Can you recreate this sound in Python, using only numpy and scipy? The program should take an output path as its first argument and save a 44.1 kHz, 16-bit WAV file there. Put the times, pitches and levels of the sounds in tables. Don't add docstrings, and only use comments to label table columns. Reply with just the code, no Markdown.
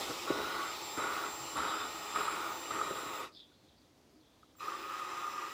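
import sys
import numpy as np
from scipy import signal
from scipy.io import wavfile
from scipy.ndimage import uniform_filter1d

SR = 44100
rng = np.random.default_rng(int(sys.argv[2]) if len(sys.argv) > 2 else 0)


def wrap_up_sound(samples):
    columns = np.atleast_2d(samples).T
    tamed = np.clip(columns, -1, 1)
    steps = np.round(tamed * 32767).astype(np.int16)
    wavfile.write(sys.argv[1], SR, steps)


def makeup_ratio(level_db):
    decades = np.asarray(level_db, float) / 20
    return 10 ** decades


N = 243873

# (pulled [s], let go [s])
PULLS = [
    (-.1, 3.22),
    (4.575, 5.53),
]
# (rotor rate [Hz], side line [dB], its change [dB/s],
# unevenness [dB], lower side line re upper [dB])
ROTOR_LINES = [
    (263, -36, 3.5, 4, 2),
    (181, -19, 0, 0, -3),
]
# (time [s], share bedded in [0-1])
BEDDING = [(.7, 0), (1.4, 0.61), (2.1, 0.91), (3.3, 0.6)]
# (time [s], peak level [dB], frequency [Hz], t60 [s])
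JOLTS = [
    (0.0949, -29.5, 301, 0.11),
    (0.3003, -16, 336, 0.051),
    (0.817, -52, 318, 0.22),
    (0.973, -28.5, 285, 0.082),
    (1.558, -34.5, 309, 0.13),
    (2.154, -37, 460, 0.089),
    (2.706, -34, 312, 0.034),
    (2.906, -27.5, 387, 0.067),
]


def evened(x):
    return x / np.sqrt(np.mean(x ** 2) + 1e-20)


def add(mix, s, sound):
    part = mix[round(s * SR):][:len(sound)]
    part += sound[:len(part)]


def follow(t, rows):
    return np.interp(t, *np.transpose(rows))


def drift(size, hz):
    lowpass = signal.butter(2, hz, fs=SR, output="sos")
    return evened(signal.sosfilt(lowpass, rng.standard_normal(size)))


def body(colour, modes, bed_db):
    hz = np.fft.rfftfreq(16384, 1 / SR)
    f, db = np.transpose(colour)
    power = makeup_ratio(np.interp(np.log(hz + 1), np.log(f), db) + bed_db) ** 2
    for centre, width, peak_db in modes:
        power = power + makeup_ratio(peak_db) ** 2 / (1 + (2 * (hz - centre) / width) ** 2) ** 2
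    log_gain = np.log(power + 1e-12) / 2
    circle = np.concatenate([log_gain, log_gain[-2:0:-1]])
    return np.fft.ifft(np.exp(np.conj(signal.hilbert(circle)))).real[:6000]


def grit(size, per_s, spread_db, hiss):
    chance = rng.random(size)
    big = rng.exponential(1, size)
    noise = rng.standard_normal(size)
    impacts = np.sign(noise) * (chance < per_s / SR) * makeup_ratio(spread_db * np.minimum(big, 5))
    return evened(impacts) + hiss * noise


def shaken(force, response, lo_hz, hi_hz):
    x = signal.oaconvolve(force, response)[:len(force)]
    bandpass = signal.butter(4, [lo_hz, hi_hz], "band", fs=SR, output="sos")
    return x / np.sqrt(np.mean(signal.sosfilt(bandpass, x) ** 2))


def turned(force, colour, modes, later_modes, bed_db, band_hz, share):
    first = shaken(force, body(colour, modes, bed_db), *band_hz)
    second = shaken(force[::-1], body(colour, later_modes, bed_db), *band_hz)
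    return np.sqrt(1 - share) * first + np.sqrt(share) * second


def resonate(x, hz, width):
    turn = np.exp(2j * np.pi * np.cumsum(hz) / SR)
    r = np.exp(-np.pi * width / SR)
    low = signal.lfilter([(1 - r) ** 2], [1, -2 * r, r * r], x / turn)
    return 2 * (turn * low).real


def swayed(x, depth_db, size=40):
    z = signal.stft(x, nperseg=512)[2]
    treble = np.linspace(0, 1, len(z))[:, None] ** 0.21
    patches = uniform_filter1d(rng.standard_normal(z.shape), 4, 0)
    patches = uniform_filter1d(patches, size, 1)
    z = z * makeup_ratio(depth_db * treble * evened(patches))
    return signal.istft(z, nperseg=512)[1][:len(x)]


def steadied(x):
    swell_s, levelled_share = 0.018, 0.54
    swell = np.sqrt(abs(uniform_filter1d(x ** 2, size=round(swell_s * SR))) + 1e-3)
    return evened(x / swell ** levelled_share) * np.sqrt(np.mean(x ** 2))


def fades(t, k):
    start = t - t[0] + (k == 0)
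    end = t[-1] - t + k
    return np.minimum(1, np.minimum(start, end) / 0.011)


def blow(db, hz, t60, pair, rise):
    t = np.arange(round(t60 * SR)) / SR
    ring = np.sin(2 * np.pi * hz * t) + 0.26 * np.sin(2 * np.pi * hz * pair * t)
    contact = uniform_filter1d(rng.standard_normal(4000), size=7)
    edge = 0.41 * contact * np.exp(-np.arange(4000) / SR / 0.004)
    ring[:4000] += edge[:len(ring)]
    return makeup_ratio(db - 60 * t / t60) * ring * (1 - np.exp(-t / rise))


def room():
    # (frequency [Hz], level [dB per Hz])
    air_colour = [(24, -66), (40, -19), (60, -9), (202, -13), (253, -10), (287, -9.5), (397, -15),
                  (548, -16.5), (606, -16.5), (1600, -27), (6000, -29.5), (8500, -37), (15500, -41)]
    air = evened(signal.oaconvolve(rng.standard_normal(N), body(air_colour, [], 0))[:N])
    return makeup_ratio(-67 + 1 + .45 * drift(N, 6)) * air


def pressing(t, bench):
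    # (time [s], length [s], level [dB], sag [dB/s], passed on to the bench [dB])
    pushes = [
        (0.043, 0.068, -46, -5, -14),
        (0.261, 0.4, -37.5, -6.5, -9),
        (0.962, 0.3, -34.5, -15.5, -10.5),
        (1.557, 0.3, -33.5, -29, -11.5),
        (2.142, 0.35, -34, -15.5, -12.5),
        (2.698, 0.21, -36.5, -16, -9),
        (2.948, 0.38, -42, -9, -7.5),
        (4.607, 0.25, -42.5, -5, -8.5),
        (4.882, 0.58, -42, -1.5, -14.5),
    ]
    press_s, lift_db_per_s = 0.017, -160
    landing_db, landing_s = -2, 0.045
    total = 0
    for s, length, db, sag_db, bench_db in pushes:
        push_db = db + bench * bench_db + sag_db * (t - s)
        push_db = push_db + landing_db * np.exp(-abs(t - s) / landing_s)
        push_db = push_db + lift_db_per_s * np.maximum(t - s - length, 0)
        total = total + np.clip((t - s) / press_s, 0, 1) * makeup_ratio(push_db)
    return total


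def drive(k):
    # (level at the start [dB], change as the drill swings [dB/s])
    gear_levels = [
        (-46, -1.11),
        (-55, 3),
    ]
    brush_levels = [
        (-56.5, -0.5),
        (-67, 4),
    ]
    shake_levels = [
        (-55, 0),
        (-61.5, 0),
    ]
    spin_up_s, run_down_s, run_down_db, run_out_s = 0.032, 0.09, -23, .17
    surge_peak_db, surge_s = 9.5, 0.18
    lifted_db, bedded_drag_db = -65.5, 21
    spark_db, spark_s = -66, 0.011
    on, off = PULLS[k]
    t = np.arange(max(on, 0), off + run_out_s, 1 / SR)
    run_down = makeup_ratio(run_down_db * (np.maximum(t - off, 0) / run_down_s) ** 2)
    speed = np.minimum((t - on) / spin_up_s, 1) ** 2 * run_down
    surge_db = surge_peak_db * np.exp(-(t - on) / surge_s) * (k == 0)
    gears, brushes, shake = (makeup_ratio(db + slope_db * (t - on)) for db, slope_db in
                             (gear_levels[k], brush_levels[k], shake_levels[k]))
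    push = pressing(t, False)
    lifted = makeup_ratio(lifted_db + bedded_drag_db * follow(t, BEDDING))
    load = push / (push + 2 * lifted)
    jolts = 0
    for s, db, *_ in JOLTS:
        jolts = jolts + (t > s) * makeup_ratio(db - 21.5 - 60 * np.maximum(t - s, 0) / 0.38)
    gear_gain = np.hypot(gears * makeup_ratio(0.64 * surge_db), makeup_ratio(-19) * push)
    seat_gain = np.hypot(push, lifted)
    bench_gain = np.hypot(shake * makeup_ratio(1.46 * surge_db), pressing(t, True) + jolts)
    brush_gain = brushes * makeup_ratio(0.95 * surge_db - 1.5 * load) * np.sqrt(speed)
    brush_gain = brush_gain + makeup_ratio(spark_db) * np.exp(-(t - on) / spark_s) / np.maximum(speed, .05)
    return t, speed * np.array([gear_gain, seat_gain, bench_gain, brush_gain])


def casing_rattle(t, k, catch, beat):
    # (frequency [Hz], level [dB per Hz])
    casing_colour = [
        [(24, -42), (40, -16.5), (235, -18.5), (333, -7.5), (664, -10.5), (1240, -3), (1610, -18), (1830, -11),
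         (3290, -11), (3580, -9.5), (7000, -19), (9100, -33.5), (15400, -120)],
        [(24, -73), (40, -49), (257, -17), (404, -11), (460, -15), (650, -29), (1000, -15), (1220, -4),
         (1510, -25), (2540, -11.5), (7000, -32), (9100, -71), (15400, -120)],
    ]
    # (frequency [Hz], width [Hz], level [dB])
    casing_modes = [
        [(843, 170, -2.5), (1240, 19, 4), (1870, 27, -13), (2580, 410, -10.5), (3570, 53, 0), (5035, 160, -6),
         (5500, 70, -6.5), (7000, 48, -35.5)],
        [(1825, 89, -3.5), (1948, 29, -0.5), (2520, 290, -6), (3530, 100, -7.5), (3850, 92, -5.5),
         (4100, 76, -8.5), (5010, 170, -9.5), (5250, 200, -11), (5880, 310, -12.5)],
    ]
    # (frequency [Hz], width [Hz], level [dB])
    other_face = [(856, 190, -1), (1240, 22, -2), (1870, 61, 0), (2380, 110, -5.5), (2510, 380, -6),
                  (2940, 130, -5.5), (3580, 85, -5.5), (4560, 33, -19), (5060, 100, -3.5), (5800, 180, -10)]
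    # (time [s], share turned [0-1])
    turning = [(.3, 0.05), (1.3, 0.34), (2.2, 0.75), (2.9, 0.83)]
    swing = follow(t, turning).clip(0, 1) * (k == 0)
    gears = grit(len(t), 6000, 1.6, 0.97) * makeup_ratio(0.085 * catch) * (1 + 0.12 * beat)
    rattle = turned(gears, casing_colour[k], casing_modes[k], other_face, 0.98, (2160, 8600), swing)
    return makeup_ratio(-1.12) * swayed(rattle, 1.4, 8)


def seat_grinding(t, k, catch, chatter):
    # (frequency [Hz], level [dB per Hz])
    head_colour = [
        [(350, -54), (600, -14.5), (1290, -4), (1680, -14.5), (2020, -12), (3220, -23), (3930, -22),
         (6250, -43), (7640, -27.5), (12000, -34), (15600, -74), (22000, -120)],
        [(350, -61), (600, -26.5), (991, -9), (1230, -7.5), (1500, -13.5), (2570, -20), (7000, -31),
         (7450, -32), (7930, -37), (12000, -35.5), (15600, -70), (22000, -120)],
    ]
    # (frequency [Hz], width [Hz], level [dB])
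    head_modes = [
        [(1126, 32, 1), (1224, 47, -13), (1356, 52, -3), (1454, 53, -1.5), (1563, 33, -11), (1994, 45, -11.5),
         (2050, 36, -15), (2380, 39, -23), (3590, 43, -19), (3870, 42, -7.5)],
        [(866, 170, -16.5), (1098, 53, -10), (1230, 81, -3.5), (1386, 25, -8.5)],
    ]
    # (frequency [Hz], width [Hz], level [dB])
    bedded_modes = [(934, 42, -6), (1120, 43, -3), (1250, 107, 0.5), (1320, 120, -3), (1416, 110, -6.5),
                    (1838, 57, -8.5), (2513, 110, -13.5), (3600, 52, -17), (3863, 32, -10)]
    bedded = follow(t, BEDDING).clip(0, 1) * (k == 0)
    seat = grit(len(t), 1800, 1.65, 0.55) * makeup_ratio(1.1 * catch + 0.5 * chatter - 1.5)
    fresh = shaken(seat, body(head_colour[k], head_modes[k], -7.0), 680, 1800)
    worn = shaken(seat[::-1], body(head_colour[k], bedded_modes, -3.0), 780, 2300)
    return makeup_ratio(-2.5) * steadied(np.sqrt(1 - bedded) * fresh + np.sqrt(bedded) * worn)


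def bench_shaking(t, k, catch):
    # (frequency [Hz], level [dB per Hz])
    bench_colour = [
        [(18, -54), (30, -45), (59, -7.5), (226, -8.5), (328, 2.5), (474, -9.5), (640, 0.5), (707, -10),
         (900, 0.5), (1170, -31), (1980, -120)],
        [(18, -64), (30, -37), (98, -15.5), (257, -14.5), (323, 1), (468, -32), (532, 4.5), (622, -14),
         (900, -5.5), (1170, -19), (1980, -120)],
    ]
    # (frequency [Hz], width [Hz], level [dB])
    bench_modes = [
        [(333, 180, -5.5), (417, 53, 2), (523.5, 55, -0.5), (651, 44, -4.5)],
        [(331, 63, -6.5), (407.5, 47, -1.5), (510, 27, -7.5)],
    ]
    force = grit(len(t), 600, 2.96, 1.0) * makeup_ratio(1.0 * catch)
    return makeup_ratio(-1.5) * shaken(force, body(bench_colour[k], bench_modes[k], -6.5), 270, 750)


def brush_hiss(t, k, beat):
    # (frequency [Hz], level [dB per Hz])
    brush_colour = [
        [(3530, -26), (6000, -25), (7640, -1.5), (8340, -10), (14000, -11), (15500, -17)],
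        [(3530, -29), (6000, -5.5), (7610, -3), (7920, -4), (9700, -22), (14300, -10), (15500, -14)],
    ]
    # (frequency [Hz], width [Hz], level [dB])
    brush_modes = [
        [(8700, 200, -8), (10700, 230, -4.5), (12400, 200, -16), (12900, 280, -3)],
        [(8650, 250, -4), (9200, 74, -15), (10860, 300, -6), (11100, 400, -6), (12650, 600, -8),
         (13700, 400, -13)],
    ]
    # (frequency [Hz], width [Hz], level [dB])
    other_side = [(9350, 130, -16), (10700, 400, -9), (11800, 250, -11), (12700, 300, -8)]
    # (time [s], share turned [0-1])
    brush_turning = [(.05, .02), (.35, 0.64), (1.0, .95)]
    swing = follow(t, brush_turning).clip(0, 1) * (k == 0)
    force = grit(len(t), 7400, 1.7, 1.6)
    hiss = turned(force, brush_colour[k], brush_modes[k], other_side, -0.5, (7500, 14400), swing)
    return makeup_ratio(-1.5) * swayed(hiss, 1.4) * (1 + 0.18 * beat)


def port_and_bench_notes(t, k, gear_gain, seat_gain):
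    # (time [s], port note [Hz], bench hum [Hz])
    rocking = [
        [(0, 1240, 360), (.12, 1262, 333), (.3, 1255, 347), (.71, 1255, 343), (.95, 1257, 331),
         (1.78, 1244, 337), (2.11, 1240, 326.5), (3.13, 1254, 344), (3.36, 1224, 360)],
        [(4.575, 1250, 353), (4.757, 1224, 364), (4.9, 1258, 343), (5.061, 1219, 370), (5.183, 1240, 345),
         (5.283, 1222, 383), (5.425, 1203, 359), (5.477, 1240, 389), (5.53, 1285, 349)],
    ]
    # (port on the gears [dB], port on the seat [dB], port width [Hz],
    # bench hum on the gears [dB], hum width [Hz])
    note_levels = [
        (-9, -13.5, 47, -9.5, 26),
        (-13, -5, 37, -8, 29),
    ]
    linger_s = 0.023
    s, port_hz, bench_hz = np.transpose(rocking[k])
    gears_db, seat_db, port_width, bench_db, bench_width = note_levels[k]
    rub = grit(len(t), 2500, 2.9, 1.0)
    decay = np.exp(-1 / (linger_s * SR))
    feed = np.hypot(makeup_ratio(gears_db) * gear_gain, makeup_ratio(seat_db) * seat_gain)
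    feed = np.maximum(feed, signal.lfilter([1 - decay], [1, -decay], feed))
    port = steadied(evened(resonate(rub, np.interp(t, s, port_hz), port_width)))
    hum = evened(resonate(rub, np.interp(t, s, bench_hz), bench_width))
    return feed * port + makeup_ratio(bench_db) * gear_gain * hum


def drill(k):
    t, (gear_gain, seat_gain, bench_gain, brush_gain) = drive(k)
    n = len(t)
    catch = drift(n, 17.0)
    chatter = drift(n, 110)
    rotor_hz = ROTOR_LINES[k][0] * (1 + 0.0199 * drift(n, 4.13))
    beat = np.cos(2 * np.pi * np.cumsum(rotor_hz) / SR)
    out = gear_gain * casing_rattle(t, k, catch, beat)
    out += seat_gain * seat_grinding(t, k, catch, chatter)
    out += bench_gain * bench_shaking(t, k, catch)
    out += brush_gain * brush_hiss(t, k, beat)
    out += port_and_bench_notes(t, k, gear_gain, seat_gain) * makeup_ratio(1.0 * chatter - 1.1)
    return t[0], swayed(out, 2.27) * fades(t, k)


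def whine(k):
    # (time [s], switching frequency [Hz])
    switching = [(0, 7385), (.22, 7405), (.4, 7390), (.65, 7382), (.9, 7395), (1.15, 7378), (1.4, 7392),
                 (1.75, 7382), (2.05, 7392), (2.45, 7376), (2.7, 7390), (3.0, 7380), (3.19, 7380),
                 (3.225, 7270), (4.56, 7620), (4.6, 7270), (4.66, 7348), (4.8, 7362), (5.53, 7372)]
    # (time [s], detour beyond whole waves [mm])
    detour = [
        [(0, 18), (.4, 21.5), (.62, 26), (.7, 40), (.8, 19), (.87, 56), (1.15, 28.5), (1.23, 29), (1.27, 40),
         (1.34, 44.5), (2.06, 29.7), (2.29, 59), (2.38, 20), (2.68, 38.5), (3.215, 28)],
        [(4.56, 76), (4.83, 25), (5.24, 51), (5.53, 39)],
    ]
    # (whine [dB], octave [dB], bounce share, octave bounce share, octave offset [waves])
    singing = [
        (-54.5, -63.5, 0.62, 0.41, 0.87),
        (-66.5, -70, 0.33, .4, 0.68),
    ]
    wave_mm = 46.4
    s, detour_mm = np.transpose(detour[k])
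    t = np.arange(s[0], s[-1], 1 / SR)
    n = len(t)
    late = np.exp(2j * np.pi * np.interp(t, s, detour_mm) / wave_mm)
    first_db, octave_db, bounce, octave_bounce, offset = singing[k]
    rotor_hz, side_db, slope_db, uneven_db, lower_db = ROTOR_LINES[k]
    side_db = side_db + slope_db * (t - t[0])
    turn = 2 * np.pi * np.cumsum(follow(t, switching) + 1.5 * drift(n, 6)) / SR
    rotor = 2 * np.pi * np.cumsum(rotor_hz * (1 + 0.0253 * drift(n, 2.9))) / SR
    above = makeup_ratio(side_db + (2.2 + 0.31 * uneven_db) * drift(n, 3.5))
    below = makeup_ratio(side_db + lower_db + (2.2 + .3 * uneven_db) * drift(n, 3.5))
    depth = above * np.exp(1j * rotor) + below * np.exp(-1j * rotor)
    depth = depth * np.clip((t - PULLS[k][0] - .04) / .14, 0, 1)
    first = makeup_ratio(first_db) * abs(1 + bounce * late)
    first = first * ((1 + depth) * np.exp(1j * turn)).imag
    octave_late = late ** 2 * np.exp(2j * np.pi * offset)
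    octave = makeup_ratio(octave_db + 1.3 * drift(n, 4.5)) * abs(1 + octave_bounce * octave_late)
    octave = octave * ((1 + 4.0 * depth) * np.exp(2j * turn)).imag
    return t[0], np.sqrt(2) * (first + octave) * fades(t, k)


def add_catches(mix):
    # (time [s], peak level [dB], ring frequency [Hz])
    caught_grains = [(0.0801, -38, 1280), (0.1096, -31, 1320), (0.2765, -27, 1346), (0.321, -34, 1124),
                     (0.448, -24, 1355), (0.5402, -28, 1240), (0.589, -34, 1320), (0.644, -38, 1240),
                     (0.6988, -32, 1450), (0.9197, -42, 1270), (1.038, -26, 1460), (1.098, -34, 1250),
                     (1.238, -25, 1340), (1.598, -24, 1320), (1.6272, -24.5, 1373), (1.7445, -23, 1290),
                     (1.9769, -32, 1210), (2.1455, -29, 1240), (2.188, -23, 1140), (2.3987, -37, 1290),
                     (2.4186, -31, 1370), (2.521, -31, 1236), (2.6502, -32, 1255), (2.6784, -31.5, 1200),
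                     (2.7908, -22.5, 1300), (2.854, -35, 1110), (2.9337, -34, 1240), (2.9686, -31, 1230),
                     (3.145, -29, 1250), (3.16, -29, 1240), (3.2331, -29, 1214), (3.5174, -57, 1460),
                     (4.6418, -39, 1170), (4.6668, -34, 1320), (4.8122, -32, 1261), (4.8783, -32, 1260),
                     (4.8974, -31, 1280), (4.9376, -33, 1240), (4.9785, -35, 1300), (5.0968, -38, 1200),
                     (5.1223, -41, 1280), (5.16, -42, 1240), (5.18, -28, 1240), (5.38, -29, 1224),
                     (5.4248, -29, 1236), (5.4715, -43, 1260),
                     (2.2096, -23, 1240), (2.296, -31, 1300), (2.303, -25.5, 1250), (2.368, -31, 1240),
                  (2.759, -22.5, 1277), (2.873, -30, 1240), (2.952, -33, 1240), (2.985, -28, 1250),
                  (3.084, -37, 1240), (4.75, -25, 1200), (4.775, -33, 1240), (4.921, -33, 1250),
                  (4.946, -28, 1260), (5.132, -28, 1204), (5.208, -34, 1240), (5.222, -33, 1240),
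                  (5.277, -27.5, 1230), (5.337, -27.5, 1240), (5.437, -27.5, 1233), (5.482, -30.5, 1273),
                  (5.06, -31, 1210), (5.259, -32, 1230)]
    for s, db, hz in caught_grains:
        add(mix, s - .0007, blow(db + 2, hz, 0.031, 1.09, .0035))


def add_thumps(mix):
    for s, db, hz, t60 in JOLTS:
        add(mix, s, blow(db - 5.5, hz, t60, 0.434, 0.0018))
        add(mix, s + 0.008, blow(db - 17.5, 0.553 * hz, 0.84 * t60, 0.39, 0.0074))
        add(mix, s, blow(db - 10.5, 1.6 * hz, 0.97 * t60, 1.0, 0.0025))


def add_ticks(mix):
    # (time [s], level [dB], centre frequency [Hz], t60 [s])
    stem_ticks = [
        (0.9722, -47, 9300, 0.04),
        (1.5683, -44, 9500, 0.04),
        (2.1594, -55, 9000, 0.03),
        (2.9876, -44, 7950, 0.03),
    ]
    for s, db, hz, t60 in stem_ticks:
        t = np.arange(round(t60 * SR)) / SR
        spit = resonate(rng.standard_normal(4000)[:len(t)], hz + 0 * t, 2600)
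        add(mix, s, makeup_ratio(db - 60 * t / t60) * evened(spit) * (1 - np.exp(-t / .0015)))


def add_shoves(mix):
    # (time [s], peak level [dB], frequency [Hz])
    bench_shoves = [
        (.975, -45, 114),
        (1.575, -43.5, 72),
        (1.4, -45, 130),
    ]
    for s, db, hz in bench_shoves:
        add(mix, s, blow(db, hz, .16, 1.69, .012))


def add_knocks(mix):
    # (time [s], peak level [dB], ring frequency [Hz], t60 [s])
    seat_knocks = [(0.979, -23, 1320, 0.053), (0.99, -17, 1290, 0.066), (1.166, -16, 1290, 0.067),
                   (1.5571, -21, 1160, 0.12), (1.7256, -18, 1310, 0.053), (1.856, -21.5, 1280, 0.06),
                   (2.1607, -5.5, 1236, 0.046), (2.1686, -14, 1250, .05), (2.2826, -11, 1295, 0.06),
                   (2.327, -18, 1300, 0.06), (2.465, -19, 1240, 0.062), (2.708, -18, 1240, 0.077),
                   (2.748, -17, 1234, 0.063), (2.8148, -7, 1240, 0.045), (4.1542, -55, 1250, 0.06),
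                   (4.2752, -67, 1040, 0.06), (4.432, -35.5, 1270, 0.054), (4.5537, -43, 1250, 0.045),
                   (4.587, -41, 1160, 0.04), (4.599, -30, 2550, 0.037), (4.6065, -36, 2650, .03),
                   (4.618, -25, 1230, .05), (4.659, -22, 1150, .04), (4.607, -22.5, 1195, 0.058),
                   (4.6833, -17, 1290, 0.062), (4.7212, -18, 1164, 0.063), (4.738, -17, 1180, 0.058),
                   (4.839, -21, 1240, 0.031), (4.9096, -24, 1294, 0.1), (4.996, -19.5, 1280, 0.067),
                   (5.048, -22, 1200, 0.084), (5.244, -24, 1240, 0.1), (5.4117, -35, 1240, 0.035)]
    lead_s, rise_s = 0.001417, 0.0032
    for s, db, hz, t60 in seat_knocks:
        add(mix, s - lead_s, blow(db - 4, hz, 0.41 * t60, 1.12, rise_s))


def strokes(t, rows):
    total = 0
    for s, length, db, *_ in rows:
        arch = np.sin(np.pi * np.clip((t - s) / length, 0, 1) ** 0.72) ** 1.5
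        total = total + makeup_ratio(db) * arch
    return total


def pause():
    # (time [s], length [s], level [dB], from [Hz], to [Hz])
    drags = [
        (3.314, 0.18, -58, 4400, 3300),
        (3.444, 0.25, -75, 3700, 4300),
        (3.61, 0.19, -73, 4200, 3350),
        (3.72, 0.21, -77, 4500, 3760),
        (4.102, 0.14, -86, 5200, 4300),
        (4.189, 0.17, -76, 3520, 3400),
        (4.32, 0.07, -76, 3905, 3900),
        (4.365, 0.19, -80, 3850, 3530),
    ]
    # (time [s], length [s], level [dB])
    shifts = [
        (3.283, 0.097, -57),
        (3.46, 0.14, -65),
        (3.588, .12, -66),
        (3.747, 0.26, -73),
        (3.95, 0.16, -68),
        (4.093, 0.15, -61),
        (4.412, 0.092, -65),
    ]
    # (frequency [Hz], width [Hz], level [dB])
    valve_modes = [(3270, 230, 1), (3530, 120, 4), (3884, 70, 4), (4230, 110, 0), (4600, 150, 3),
                   (4830, 100, 0), (5120, 120, 2)]
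    # (frequency [Hz], width [Hz], level [dB])
    creak_modes = [(210, 32, -13), (306, 26, 4.5), (385, 46, -2.5), (530, 21, -18)]
    t = np.arange(drags[0][0], PULLS[1][0], 1 / SR)
    glide = []
    for s, length, _, from_hz, to_hz in drags:
        glide += [(s + 0.067 * length, from_hz), (s + .8 * length, to_hz)]
    rub = resonate(grit(len(t), 700, 2.6, 0.72), follow(t, glide), 1100)
    valve = body([(100, -19), (9000, -12)], valve_modes, 3.7)
    scrape = swayed(shaken(rub, valve, 2600, 6100), 3.0)
    bench = body([(100, -18), (600, -24), (1500, -47)], creak_modes, 0)
    creak = shaken(grit(len(t), 300, 3.2, 0.83), bench, 200, 450)
    out = np.zeros(N)
    add(out, t[0], (strokes(t, drags) + makeup_ratio(-84)) * scrape + makeup_ratio(-3.5) * strokes(t, shifts) * creak)
    return out


def scene():
    mix = room()
    for k in range(2):
        add(mix, *drill(k))
        add(mix, *whine(k))
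    add_catches(mix)
    add_thumps(mix)
    add_ticks(mix)
    add_shoves(mix)
    add_knocks(mix)
    mix += pause()
    return np.array([mix, mix])


def top_cut(x):
    return signal.sosfilt(signal.butter(12, 15720, fs=SR, output="sos"), x)


def record(dry):
    thin = signal.sosfilt(signal.butter(2, 45, "high", fs=SR, output="sos"), dry)
    return top_cut(thin)


dry = scene()
out = record(dry)
wrap_up_sound(out)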